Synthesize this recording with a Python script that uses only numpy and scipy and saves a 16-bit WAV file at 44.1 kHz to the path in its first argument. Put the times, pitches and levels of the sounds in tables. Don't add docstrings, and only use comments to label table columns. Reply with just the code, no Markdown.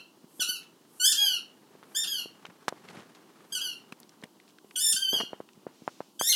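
import sys
import numpy as np
from scipy import signal
from scipy.fft import rfft, irfft
from scipy.io import wavfile

SR = 44100
rng = np.random.default_rng(int(sys.argv[2]) if len(sys.argv) > 2 else 0)


def magnitude_from_level(level_db):
    exponent = np.asarray(level_db, float) / 20
    return 10 ** exponent


def pcm_store(signal):
    levels = np.round(np.clip(np.atleast_2d(signal), -1, 1) * 32767)
    wavfile.write(sys.argv[1], SR, levels.astype(np.int16).T)


N = 280035

# time_s, pitch_hz, level_db (before the mix)
SQUEEZES = [
    [(.393, 1532, -30.5), (.406, 1497, -26.5), (.418, 1467, -23), (.436, 1450, -27.5)],
    [(.995, 1456, -30.5), (1.02, 1472, -23.5), (1.052, 1574, -17), (1.057, 1697, -16.5), (1.08, 1727, -20),
     (1.1, 1799, -25.5), (1.134, 1774, -19)],
    [(1.944, 1564, -35), (1.951, 1560, -30.5), (1.97, 1786, -26.5), (1.99, 1784, -25.5),
     (2.005, 1818, -28.5), (2.03, 1834, -28.5), (2.052, 1657, -25)],
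    [(3.518, 1573, -34), (3.535, 1610, -31), (3.546, 1647, -33.5), (3.553, 1491, -28), (3.595, 1467, -33.5)],
    [(4.754, 1476, -29), (4.788, 1488, -31), (4.794, 1633, -29), (4.81, 1754, -24.5), (4.83, 1809, -22.5),
     (4.89, 1757, -24.5), (4.937, 1827, -23)],
    [(6.19, 1563, -28), (6.205, 1553, -30.5), (6.24, 1791, -30.5), (6.255, 1811, -22.5),
     (6.268, 1767, -27.5), (6.274, 1886, -19.5), (6.288, 1891, -15.5), (6.294, 2156, -24),
     (6.314, 2096, -20.5), (6.334, 2100, -26)],
]
# time_s, pitch_hz, level_db (before the mix)
REFILLS = [
    [(-.14, 1600, -30), (-.04, 1340, -38)],
    [(.464, 1450, -33), (.484, 1456, -29.5), (.497, 1522, -25), (.51, 1479, -28), (.55, 1405, -39.5),
     (.575, 1289, -39)],
    [(1.145, 1475, -30.5), (1.16, 1567, -31.5), (1.19, 1653, -27.5), (1.205, 1647, -23),
     (1.24, 1635, -22.5), (1.275, 1545, -26.5), (1.34, 1443, -27.5), (1.365, 1365, -37), (1.39, 1350, -48)],
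    [(2.066, 1493, -26), (2.078, 1646, -33), (2.09, 1671, -29.5), (2.12, 1651, -31), (2.14, 1565, -31),
     (2.2, 1418, -34.5), (2.245, 1350, -56)],
    [(3.608, 1496, -31), (3.617, 1624, -26.5), (3.628, 1607, -39), (3.645, 1542, -35), (3.665, 1476, -29.5),
     (3.69, 1446, -38), (3.72, 1367, -46.5), (3.74, 1387, -42)],
    [(4.958, 1515, -20), (4.99, 1595, -33.5), (5.015, 1587, -24.5), (5.065, 1525, -30), (5.12, 1545, -28),
     (5.132, 1659, -31.5), (5.15, 1611, -27), (5.19, 1450, -33), (5.245, 1391, -42.5)],
    [(6.33, 1478, -28), (6.37, 1420, -34.5)],
]
SQUEEZE_TILT_DB_PER_OCTAVE = [4.5, 2.5, 0.5, 1.5, 4.5, 5.5]
REFILL_TILT_DB_PER_OCTAVE = [-5, -1.5, -1.5, -5, -2.5, -4.5, -2.5]
SQUEEZE_MOUTH_DB = [4.2, 5, 2.3, 4, 11, 3.1]
REFILL_MOUTH_DB = [12, 11.5, 5.5, 13.5, 8, 9, 0.5]
CATCH_S = [.011, 0, 0, .005, .008, .005]
LEAK_DB = [-56.5, -56.5, -63, -65.5, -63, -67.5]
# freq_hz, gain_db
PIPE = [(1300, -9.5), (2000, -20), (2700, 6), (3300, 4.5), (4000, 1), (5200, -4), (7000, -8), (9500, -11),
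        (12500, -17), (15500, -29)]
# freq_hz, t60_s
ROOM_T60 = [(1000, 0.38), (3000, 0.27), (7000, 0.22), (14000, 0.2)]
# start_s, peak_db, pulse_hz
KNOCKS = [(0.242, -38.5, 221), (0.394, -35, 284), (0.489, -39, 253), (1.752, -39.5, 417),
          (1.829, -36, 1136), (2.258, -32, 360), (2.451, -31, 883), (2.487, -41, 180), (2.682, -9.5, 980),
          (2.725, -24.5, 540), (2.972, -34.5, 200), (3.923, -33.5, 227), (4.236, -33.5, 221),
          (4.645, -40.5, 328), (4.893, -45, 327), (4.941, -40, 187), (5.131, -22, 407), (5.202, -23, 1080),
          (5.211, -21, 1020), (5.233, -29, 292), (5.332, -22, 557), (5.403, -24.5, 473),
          (5.575, -42.5, 200), (5.667, -23, 420), (5.82, -36, 227), (5.878, -14, 800), (6.005, -20, 560),
          (6.212, -12.5, 864)]
# start_s, length_s, level_db, low_hz, high_hz
SCUFFS = [(0.415, 0.022, -51, 200, 2000), (0.622, 0.061, -60.5, 2480, 5470),
          (2.464, 0.01, -49.5, 600, 5770), (2.498, 0.016, -52.5, 300, 2460),
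          (2.681, 0.014, -32.5, 1190, 8660), (2.877, 0.058, -59, 500, 6810),
          (2.948, 0.11, -53.5, 150, 4400), (3.147, 0.031, -58.5, 1000, 6840),
          (3.922, 0.013, -46.5, 300, 9000), (4.22, 0.056, -53, 298, 1470),
          (4.237, 0.0079, -43.5, 298, 9120), (4.483, 0.047, -63, 2020, 8880),
          (5.125, 0.092, -41.5, 150, 1093), (5.202, 0.018, -31, 198, 2060), (5.244, 0.029, -55, 200, 1800),
          (5.674, 0.085, -59, 200, 1815), (6.017, 0.042, -60.5, 297.3, 2170)]
# start_s, peak_db, centre_hz
TICKS = [(1.834, -42, 1900), (2.4535, -30.5, 2050), (2.8866, -35.5, 2350), (2.9022, -44, 4950),
         (3.1586, -51, 3990), (3.924, -31, 1750), (4.0013, -37.5, 9490), (4.031, -43.5, 3580),
         (4.093, -41, 4450), (4.2162, -52, 4400), (4.237, -33.5, 1970), (4.4, -44.5, 2140),
         (4.4785, -45.5, 3040), (4.585, -43.5, 2120), (4.7094, -40.5, 1760), (5.4886, -43, 2030),
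         (5.5327, -48.5, 4270)]
# time_s, level_db
RUSTLE = [(0.0, -63.5), (1.06, -64), (1.55, -61), (2.1, -59), (2.55, -60), (2.8, -55.5), (2.95, -49.5),
          (3.08, -57.5), (3.87, -60), (4.62, -68.5), (5.13, -70), (5.31, -58.5), (5.5, -66.5),
          (5.84, -66.5), (6.35, -74.5)]
# freq_hz, density_db
CLOTH = [(59, -50), (100, -6.5), (202, -1), (301, -8.5), (383, -3.5), (583, -10.5), (1220, -10),
         (3400, -20), (12000, -33), (15600, -74.5), (22000, -120)]
# freq_hz, density_db
HUSH = [(24, -49), (40, -30.5), (64, -28.5), (162, -1.5), (333, 3.5), (535, -11), (1020, -8.5),
        (2060, -35.5), (2920, -14.5), (3560, -19), (4240, -17.5), (13000, -24), (15500, -24.5)]

LEAD_S = 0.25


def rms_one(x):
    return x / np.sqrt(np.mean(x ** 2) + 1e-20)


def at_hz(points, hz):
    point_hz, value = np.transpose(points)
    return np.interp(np.log(hz), np.log(point_hz), value)


def band(x, low_hz, high_hz, order=2):
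    edges_hz = [low_hz, min(high_hz, 0.45 * SR)]
    return signal.sosfilt(signal.butter(order, edges_hz, "band", fs=SR, output="sos"), x)


def lowpass(x, hz, order):
    return signal.sosfilt(signal.butter(order, hz, fs=SR, output="sos"), x)


def drift(rate_hz):
    r = np.exp(-2 * np.pi * rate_hz / SR)
    settled = signal.lfilter([1], [1, -2 * r, r * r], rng.standard_normal(N + SR))[SR:]
    return rms_one(settled)


def coloured(white, spectrum):
    hz = np.maximum(np.fft.rfftfreq(N, 1 / SR), 1)
    return rms_one(irfft(rfft(white) * magnitude_from_level(at_hz(spectrum, hz)), N))


def faint(level_db, low_hz, high_hz, count=7):
    u = rng.random((count, 3))
    freq_hz = low_hz * (high_hz / low_hz) ** u[:, 2]
    return list(zip(u[:, 0] * N / SR, level_db - 5 * u[:, 1], freq_hz))


def mouth(partial_hz, lift_db, squeezed):
    centre_hz = 7970 if squeezed else 12100
    gain_db = lift_db * np.exp(-(np.log2(partial_hz / centre_hz) / 0.9) ** 2)
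    if not squeezed:
        gain_db -= 15 * np.exp(-(np.log2(partial_hz / 8100) / 0.23) ** 2)
    return gain_db


def reed():
    attack_s, release_s = 0.007, 0.0038
    catch_rise, catch_fade_s, catch_dulls_db_per_octave = 0.13, 0.0026, 8.8
    collapse_hz, collapse_s, collapse_db, collapse_dulls_db_per_octave = 1238, 0.015, 5.5, 5
    waver_ratio, weak_waver_ratio_per_db, weak_below_db = 0.003, 0.0036, -39.5
    doubling_start_s, doubling_length_s, undertone_db, doubling_depth = 1.17, 0.11, -32, 0.14

    lead = int(LEAD_S * SR)
    out = np.zeros(N + lead + SR)
    waver, flutter, shading, tilt_wander = drift(110), drift(42), drift(20), drift(25)
    air = rms_one(band(rng.standard_normal(N), 2700, 22000))
    k = np.arange(1, 13)[:, None]
    notes = SQUEEZES + REFILLS
    tilts = SQUEEZE_TILT_DB_PER_OCTAVE + REFILL_TILT_DB_PER_OCTAVE
    lifts = SQUEEZE_MOUTH_DB + REFILL_MOUTH_DB
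    for n, (note, note_tilt, lift_db) in enumerate(zip(notes, tilts, lifts)):
        squeezed = n < len(SQUEEZES)
        time_s, pitch_hz, level_db = np.transpose(note)
        start_s, end_s = time_s[0], time_s[-1]
        i = np.arange(int(start_s * SR), int(end_s * SR))
        t, on = i / SR, i % N
        base_hz, base_db = np.interp(t, time_s, pitch_hz), np.interp(t, time_s, level_db)

        catch_end_s = start_s + (CATCH_S[n] if squeezed else 0)
        fall = squeezed * np.clip(1 - (end_s - t) / collapse_s, 0, 1)
        hz = base_hz + fall * (collapse_hz - base_hz)
        hz *= 1 + catch_rise * np.clip((catch_end_s - t) / catch_fade_s, 0, 1)
        weak_db = np.maximum(weak_below_db - base_db, 0)
        hz *= 1 + waver[on] * (waver_ratio + weak_waver_ratio_per_db * weak_db)
        phase = 2 * np.pi * np.cumsum(hz) / SR

        tilt = note_tilt + 7.8 * np.log2(base_hz / 1550) + 1.1 * tilt_wander[on]
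        tilt -= collapse_dulls_db_per_octave * fall + catch_dulls_db_per_octave * (t < catch_end_s)

        partial_hz = k * hz
        tilt_octaves = np.log2(np.maximum(k / 2, 1)) + 0.6 * (k == 1)
        gain_db = at_hz(PIPE, partial_hz) + mouth(partial_hz, lift_db, squeezed) + tilt * tilt_octaves
        weight = magnitude_from_level(gain_db) * (partial_hz < 0.45 * SR)
        shade = magnitude_from_level(2.5 * shading[(on + 9001 * k) % N])
        tone = np.sum(weight * shade * np.cos(k * phase + 0.3 * k ** 2), axis=0)
        tone /= np.sqrt(np.sum(weight ** 2, axis=0) / 2)
        tone += magnitude_from_level(-30 + 0.5 * tilt) * air[on] * (1 + np.cos(phase))

        doubling = np.sin(np.pi * np.clip((t - doubling_start_s) / doubling_length_s, 0, 1))
        undertone = doubling * np.cos(phase / 2)
        tone = tone * (1 + doubling_depth * undertone) + magnitude_from_level(undertone_db) * undertone

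        swell = np.clip(np.minimum((t - start_s) / attack_s, (end_s - t) / release_s), 0, 1) ** 2
        out[i + lead] += tone * swell * magnitude_from_level(base_db - collapse_db * fall + 1.5 * flutter[on])
    return out[:N + lead]


def leak(rise_db_per_s=130, length_s=0.12):
    t = np.arange(N + int(LEAD_S * SR)) / SR - LEAD_S
    before_s = np.array([note[0][0] for note in SQUEEZES])[:, None] - t
    level = magnitude_from_level(np.array(LEAK_DB)[:, None] - rise_db_per_s * np.abs(before_s))
    level *= (before_s > 0) * (before_s < length_s)
    return level.sum(axis=0) * rms_one(band(rng.standard_normal(len(t)), 7000, 13000))


def room(x):
    t = np.arange(SR // 2) / SR
    edges_hz = 700 * 2 ** np.arange(0, 5, 0.5)
    white = rng.standard_normal((2, len(t)))
    tail = np.zeros(len(t))
    for k, (low_hz, high_hz) in enumerate(zip(edges_hz, edges_hz[1:])):
        t60_s = at_hz(ROOM_T60, np.sqrt(low_hz * high_hz))
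        tail += band(white[k % 2], low_hz, high_hz) * magnitude_from_level(-60 * t / t60_s)
    tail *= np.clip((t - 0.003) / 0.0013, 0, 1)
    return signal.fftconvolve(x, tail / np.sqrt(np.sum(tail ** 2)))[:len(x)]


def knocks(rise_cycles=0.11, damping_per_cycle=2.25, phase_rad=0.29, rattle_db=-21, rattle_s=0.0044):
    out, t = np.zeros(N + SR), np.arange(SR // 20) / SR
    rows = faint(-53.5, 190, 360) + KNOCKS
    noise = band(rng.standard_normal((len(rows), len(t))), 400, 1500)
    rattle_shape = magnitude_from_level(rattle_db) * t / rattle_s * np.exp(-t / rattle_s)
    for (start_s, peak_db, hz), grain in zip(rows, noise):
        pulse = np.sin(2 * np.pi * hz * t + phase_rad) * np.exp(-damping_per_cycle * hz * t)
        pulse *= (1 - np.exp(-hz * t / rise_cycles)) ** 2
        rattle = rattle_shape * rms_one(grain)
        start = int(start_s * SR)
        out[start:start + len(t)] += magnitude_from_level(peak_db) * (pulse / np.max(np.abs(pulse)) + rattle)
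    return out[:N]


def scuffs(grain_db=5.0):
    out, grains = np.zeros(N), rng.standard_normal(N) * magnitude_from_level(grain_db * drift(330))
    for start_s, length_s, level_db, low_hz, high_hz in SCUFFS:
        on = slice(int(start_s * SR), int((start_s + 2.3 * length_s) * SR))
        u = np.arange(on.stop - on.start) / SR / length_s
        shape = np.minimum(u / 0.055, 1) * np.exp(-2.2 * u ** 3)
        rub = band(grains[on], low_hz, high_hz, order=1)
        rub = lowpass(rub, min(0.5 * high_hz, 0.45 * SR), order=1)
        out[on] += magnitude_from_level(level_db) * shape * rms_one(rub)
    return out


def ticks(spread=1.6, decay_s=0.0023):
    out, t = np.zeros(N + SR), np.arange(SR // 40) / SR
    rows = faint(-61, 2900, 4700) + TICKS
    noise = rng.standard_normal((len(rows), len(t)))
    for (start_s, peak_db, hz), white in zip(rows, noise):
        grain = band(white * np.exp(-t / decay_s), hz / spread, hz * spread)
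        start = int(start_s * SR)
        out[start:start + len(t)] += magnitude_from_level(peak_db) * grain / np.max(np.abs(grain))
    return out[:N]


def rustle(grain_db=-1.0, lump_db=2.5):
    time_s, row_db = np.transpose(RUSTLE)
    level_db = np.interp(np.arange(N) / SR, time_s, row_db)
    grains = rng.standard_normal(N) * magnitude_from_level(grain_db * drift(300) + lump_db * drift(32))
    cloth = coloured(grains, CLOTH)
    low = lowpass(cloth, 1500, order=2)
    treble_db = -2 + 0.1 * (level_db + 61)
    return magnitude_from_level(level_db) * (low + magnitude_from_level(treble_db) * (cloth - low))


def puff(peak_s=5.92, half_s=0.22, fall_db_per_s=44, hiss_db=-62, whistle_db=-80):
    away_s = np.abs(np.arange(N) / SR - peak_s)
    swell = magnitude_from_level(-fall_db_per_s * away_s) * np.clip((half_s - away_s) / 0.04, 0, 1)
    whistle_hz = 14250 - 5000 * np.minimum(away_s, half_s)
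    whistle = np.sin(2 * np.pi * np.cumsum(whistle_hz) / SR)
    white = rng.standard_normal(N)
    hiss = rms_one(band(white, 2200, 6800)) + 0.2 * rms_one(band(white, 5600, 5620))
    return swell * (magnitude_from_level(hiss_db) * hiss + magnitude_from_level(whistle_db) * whistle)


def hush(level_db=-61.5):
    return magnitude_from_level(level_db) * coloured(rng.standard_normal(N), HUSH)


def scene():
    ball = reed() + leak()
    heard = magnitude_from_level(-3) * ball + magnitude_from_level(-4.5) * room(ball)
    near = knocks() + scuffs() + ticks() + rustle() + puff()
    return (heard[-N:] + near + hush())[None]


def band_limit(x):
    return signal.sosfilt(signal.butter(12, 15830, fs=SR, output="sos"), x)


def record(dry):
    cut = signal.sosfilt(signal.butter(3, 140, "high", fs=SR, output="sos"), dry)
    return band_limit(cut)


dry = scene()
out = record(dry)
pcm_store(out)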